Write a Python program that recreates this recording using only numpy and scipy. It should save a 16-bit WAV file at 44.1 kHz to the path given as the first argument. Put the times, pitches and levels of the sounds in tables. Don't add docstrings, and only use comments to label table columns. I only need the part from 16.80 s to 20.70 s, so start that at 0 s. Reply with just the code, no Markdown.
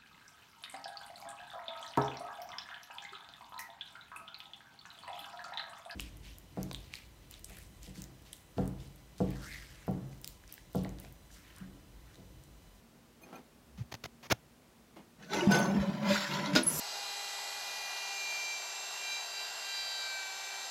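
import sys
import numpy as np
from scipy import signal
from scipy.fft import rfft, irfft, next_fast_len
from scipy.io import wavfile
from scipy.ndimage import uniform_filter1d, map_coordinates

SR = 44100
rng = np.random.default_rng(int(sys.argv[2]) if len(sys.argv) > 2 else 0)


def gain_from_db(level_db):
    decades = np.asarray(level_db, float) / 20
    return 10 ** decades


def persist_wave(psi):
    counts = np.round(np.clip(psi, -1, 1) * 32767).astype(np.int16)
    wavfile.write(sys.argv[1], SR, np.atleast_2d(counts).T)


N = 171990
MIDDLE_HZ = 398

# centre_hz, half_width_hz, gain_db
COMB_ECHOES = [(580, 37, -2), (1524, 31, -2), (1670, 50, 1.5), (1810, 71, -1.5), (3320, 110, -1.5),
               (3594, 110, 2.5), (4170, 52, -1), (5040, 86, 2.5), (5780, 120, -2), (7300, 160, -2),
               (8150, 150, -2)]


def unit(x):
    return x / np.sqrt(np.mean(x ** 2) + 1e-20)


def clock():
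    return np.arange(N) / SR


def curve(rows):
    return np.interp(clock(), *np.transpose(rows))


def wobble(rate_hz):
    return map_coordinates(rng.standard_normal(400), [clock() * rate_hz], order=2)


def swell(middle_s, half_s):
    away = np.abs((clock() - middle_s) / half_s)
    return np.exp(-away ** 3)


def rush(spectrum, resonances, patchy_db):
    # time_s, centre_hz
    notch_path = [(0, 10250), (2, 10250), (2.6, 10400), (3.9, 10600)]
    notch_depth_db, notch_width_hz = -6, 400
    band_hz, frame_s, cells = signal.stft(rng.standard_normal(N + 8192), SR, nperseg=512)
    patches = uniform_filter1d(rng.standard_normal(cells.shape), 6, 0)
    patches = unit(uniform_filter1d(patches, 14, 1))
    notch_hz = np.interp(frame_s, *np.transpose(notch_path))
    notch_db = notch_depth_db * np.exp(-((band_hz[:, None] - notch_hz) / notch_width_hz) ** 2)
    noise = signal.istft(cells * gain_from_db(patchy_db * patches + notch_db), nperseg=512)[1]

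    hz = np.fft.rfftfreq(len(noise), 1 / SR)
    point_hz, point_db = np.transpose(spectrum)
    colour_db = np.interp(np.log(hz + 1), np.log(point_hz), point_db)
    for centre_hz, width_hz, gain_db in resonances:
        colour_db += gain_db * np.exp(-((hz - centre_hz) / width_hz) ** 2)
    return unit(irfft(rfft(noise) * gain_from_db(colour_db), len(noise))[:N])


def order_tone(turns, multiple, sway_db):
    flutter_db, phase_sway_rad = 0.5, 0.1
    phase = 2 * np.pi * (multiple * turns + rng.random()) + phase_sway_rad * wobble(29.9)
    level_db = sway_db * wobble(4.03) + flutter_db * wobble(25.05)
    return np.sqrt(2) * np.sin(phase) * gain_from_db(level_db)


def bench_bumps():
    # middle_s, level_db
    bumps = [
        (2.33, -74),
        (3.01, -74),
        (3.37, -75),
    ]
    thud_hz, thud_s = 45, 0.056
    out = np.zeros(N)
    for middle_s, level_db in bumps:
        t = clock() - middle_s
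        out += gain_from_db(level_db) * np.exp(-(t / thud_s) ** 2) * np.sin(2 * np.pi * thud_hz * t)
    return out


def cooling_air(speed_hz):
    # freq_hz, density_db_per_hz
    air_spectrum = [(25, -20.5), (120, -23.5), (330, -17), (650, -3.5), (2000, -5.5), (7600, -9),
                    (12500, -18.5), (15600, -35)]
    # centre_hz, half_width_hz, gain_db
    housing = [(850, 270, 6.5), (1089, 30, -7), (1250, 25, -11), (1445, 254, 3.5), (3040, 430, 2),
               (6210, 570, 6), (8670, 750, -7.5), (11600, 840, 3), (13450, 350, 5), (9400, 170, 1.5)]
    level_db = -45.5 + 0.1227 * (speed_hz - MIDDLE_HZ)
    return gain_from_db(level_db) * rush(air_spectrum, housing + COMB_ECHOES, patchy_db=0.75)


def motor_tones(turns):
    # shaft_multiple, rms_db
    shaft_orders = [(1, -67.5), (3, -69), (13, -64.5), (18, -67), (19, -53.5), (20, -74), (21, -74),
                    (23, -86), (25, -87), (27, -87), (29, -79.5), (31, -77), (35, -98), (37, -96),
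                    (38, -90)]
    # shaft_sideband, rms_db
    ball_sidebands = [
        (-1, -61),
        (0, -76),
        (1, -56.5),
    ]
    # middle_s, half_length_s, shaft_multiple, change_db
    grip = [(1.11, 0.3, 19, -7), (0.11, 0.24, 19, -4), (3.12, 0.31, 1, -8), (0.94, 0.47, 4.86, 9),
            (2.07, 0.23, 6.86, 4.5), (3.4, 0.44, 6.86, -2.5), (0.71, .8, 21, 6), (0.93, 0.27, 1, -2.5),
            (2.028, 0.21, 19, 2), (.65, .65, 29, 12), (.7, .3, 20, -2), (2.95, .2, 38, 13),
            (1.9, .4, 38, 9), (1.6, 0.14, 13, 7), (2.2, 0.45, 13, 3), (.75, 0.27, 6.86, -1.5),
            (0.79, .15, 4.86, -3), (3.2, .5, 20, 7), (1.65, 0.096, 20, 6), (2.35, .5, 21, -3),
            (1.25, .12, 38, 10), (1.13, .12, 19, 0), (1.36, 0.088, 19, 2.5), (2.85, .4, 21, 3)]
    ball_pass = 5.86
    orders = [(round(k), db) for k, db in shaft_orders]
    orders += [(ball_pass + round(k), db) for k, db in ball_sidebands]
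    out = np.zeros(N)
    for multiple, level_db in orders:
        grip_db = np.zeros(N)
        for middle_s, half_s, gripped, change_db in grip:
            if abs(gripped / multiple - 1) < 1 / 80:
                grip_db += change_db * swell(middle_s, half_s)
        out += gain_from_db(level_db + grip_db) * order_tone(turns, multiple, sway_db=0.8)
    return out


def chip_hiss(speed_hz, load_db):
    # freq_hz, density_db_per_hz
    chip_spectrum = [(1500, -30), (3300, -18), (3700, 3.5), (4800, 3.5), (5600, -2.5), (6200, -12.5),
                     (7500, -16.5), (12000, -26.5)]
    level_db = -49 + 0.24 * (speed_hz - MIDDLE_HZ) + 0.082 * load_db
    return gain_from_db(level_db) * rush(chip_spectrum, COMB_ECHOES, patchy_db=1.5)


def flute_tones(turns, load_db):
    # shaft_multiple, rms_db
    flute_orders = [(2, -65.5), (4, -64), (5, -63), (6, -61.5), (7, -61), (8, -64), (9, -72), (10, -54),
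                    (11, -60.5), (12, -65.5), (14, -67), (15, -66), (16, -65), (17, -71), (22, -81),
                    (24, -78.5), (26, -80), (28, -82), (30, -86), (32, -86), (34, -87), (36, -90)]
    # middle_s, half_length_s, shaft_multiple, extra_rms_db
    sings = [(0.27, 0.52, 2, -56), (0.81, 0.52, 5, -63), (0.33, 0.1, 10, -54.5), (0.4, .35, 24, -67),
             (1.17, 0.37, 6, -49.5), (1.58, 0.21, 6, -42), (1.35, 0.35, 7, -54.5),
             (1.56, 0.21, 11, -57), (1.5, 0.53, 15, -57), (1.58, 0.3, 16, -52.5), (1.64, .2, 14, -60),
             (1.6, 0.33, 17, -63.5), (1.64, 0.3, 12, -55.5), (0.17, 0.17, 12, -55),
             (0.7, 0.73, 8, -61), (0.76, 0.48, 10, -59.5), (0.94, .65, 28, -67), (0.5, .35, 6, -56),
             (1.72, 0.055, 6, -52.5), (1.95, .1, 6, -57.5), (1.6, .12, 12, -61),
             (1.71, 0.084, 10, -59), (1.1, .4, 11, -65),
             (2.315, 0.1, 6, -44.5), (2.4, 0.12, 16, -56), (2.3, .08, 14, -67), (2.375, 0.11, 10, -46),
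                  (2.534, 0.47, 7, -56), (2.535, 0.25, 12, -47.5), (2.5, 0.22, 4, -60),
                  (3.09, 0.23, 12, -45), (3.115, 0.22, 10, -48.5), (3.03, 0.24, 8, -55),
                  (2.86, 0.32, 5, -60.5), (3.2, 0.33, 11, -53), (2.97, 0.25, 4, -55.5),
                  (3.34, 0.16, 4, -52.5), (3.377, 0.2, 6, -47), (3.57, 0.35, 9, -62), (3.7, 0.33, 16, -58),
                  (2.33, 0.1, 8, -57), (2.58, 0.17, 8, -61.5), (2.95, .08, 10, -54), (2.38, 0.062, 6, -56),
                  (3.02, 0.067, 6, -58), (3.42, 0.071, 12, -57.5), (3.0, .06, 12, -61),
                  (2.3, 0.066, 4, -62), (2.35, 0.11, 16, -57.5), (3.2, 0.041, 10, -58),
                  (1.45, 0.088, 10, -63), (2.82, 0.11, 7, -57), (2.585, 0.081, 10, -51),
                  (2.59, 0.061, 6, -55), (2.94, 0.1, 6, -54.5), (3.715, 0.12, 6, -51.5),
                  (3.605, 0.35, 4, -58.5), (3.104, .15, 28, -75), (3.6, 0.1, 14, -60),
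                  (3.707, 0.19, 11, -60),
             (.35, 0.22, 26, -73), (1.652, 0.16, 26, -71), (2.3, 0.073, 26, -72),
                   (3.05, .15, 26, -74), (1.5, .3, 30, -70), (2.2, .2, 30, -73), (1.68, .08, 32, -74),
                   (2.7, .4, 32, -72), (1.2, .15, 22, -75), (3.7, .08, 22, -73), (0.96, .5, 24, -72),
                   (2.993, .25, 24, -75), (0.98, 0.36, 2, -59), (1.326, 0.054, 2, -57), (0.2, .2, 2, -65.5),
                   (1.71, .1, 16, -63), (2.2, .4, 24, -77), (3.5, 0.17, 24, -78), (3.75, 0.18, 26, -78),
                   (3.2, .12, 28, -75), (3.75, .15, 28, -76), (2.05, .2, 16, -66), (1.07, 0.21, 12, -58),
                   (3.8, .1, 8, -65), (3.7, 0.37, 2, -61), (1.634, 0.17, 8, -59)]
    out = np.zeros(N)
    for multiple, level_db in flute_orders:
        level = np.full(N, gain_from_db(level_db))
        for middle_s, half_s, sung, extra_db in sings:
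            if round(sung) == round(multiple):
                level += gain_from_db(extra_db) * swell(middle_s, half_s)
        out += level * order_tone(turns, round(multiple), sway_db=0.6)
    return gain_from_db(load_db) * out


def scene():
    # time_s, speed_hz
    speed_rows = [(0.1, 407.8), (0.19, 405.8), (0.42, 404.1), (0.87, 404), (1.14, 401), (1.3, 399.2),
                  (1.8, 392.6), (2.19, 397), (2.27, 395.8), (2.42, 393.5), (2.63, 394.2), (2.88, 396),
                  (3.18, 391.8), (3.39, 388), (3.45, 387.4), (3.53, 388.2), (3.65, 390.4), (3.83, 392.5)]
    # time_s, load_db
    load_rows = [(0, -1), (.2, -0.5), (.38, -0.5), (.55, -2), (1.3, 0), (1.45, -0.5), (1.75, -0.5),
                 (1.85, 0), (2.15, 1.5), (2.32, 1), (2.47, -5.5), (2.6, 0.5), (2.75, -4), (2.9, 0),
                 (3.2, -0.5), (3.4, 0), (3.55, -1.5), (3.9, 0.5)]
    speed_hz, load_db = curve(speed_rows), curve(load_rows)
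    turns = np.cumsum(speed_hz) / SR
    router = cooling_air(speed_hz) + motor_tones(turns)
    cut = chip_hiss(speed_hz, load_db) + flute_tones(turns, load_db)
    mono = bench_bumps() + router + cut
    return np.array([mono, mono])


def band_limit(x):
    return signal.sosfilt(signal.butter(12, 15650, fs=SR, output="sos"), x)


def record(dry):
    top_hz, roll_hz = 15400, 150
    size = next_fast_len(N + 4096)
    hz = np.fft.rfftfreq(size, 1 / SR)
    roll = gain_from_db(-6 * np.clip((hz - top_hz) / roll_hz, 0, 20))
    mix = irfft(rfft(dry, size) * roll, size)[:, :N]
    return band_limit(mix)


dry = scene()
out = record(dry)
persist_wave(out)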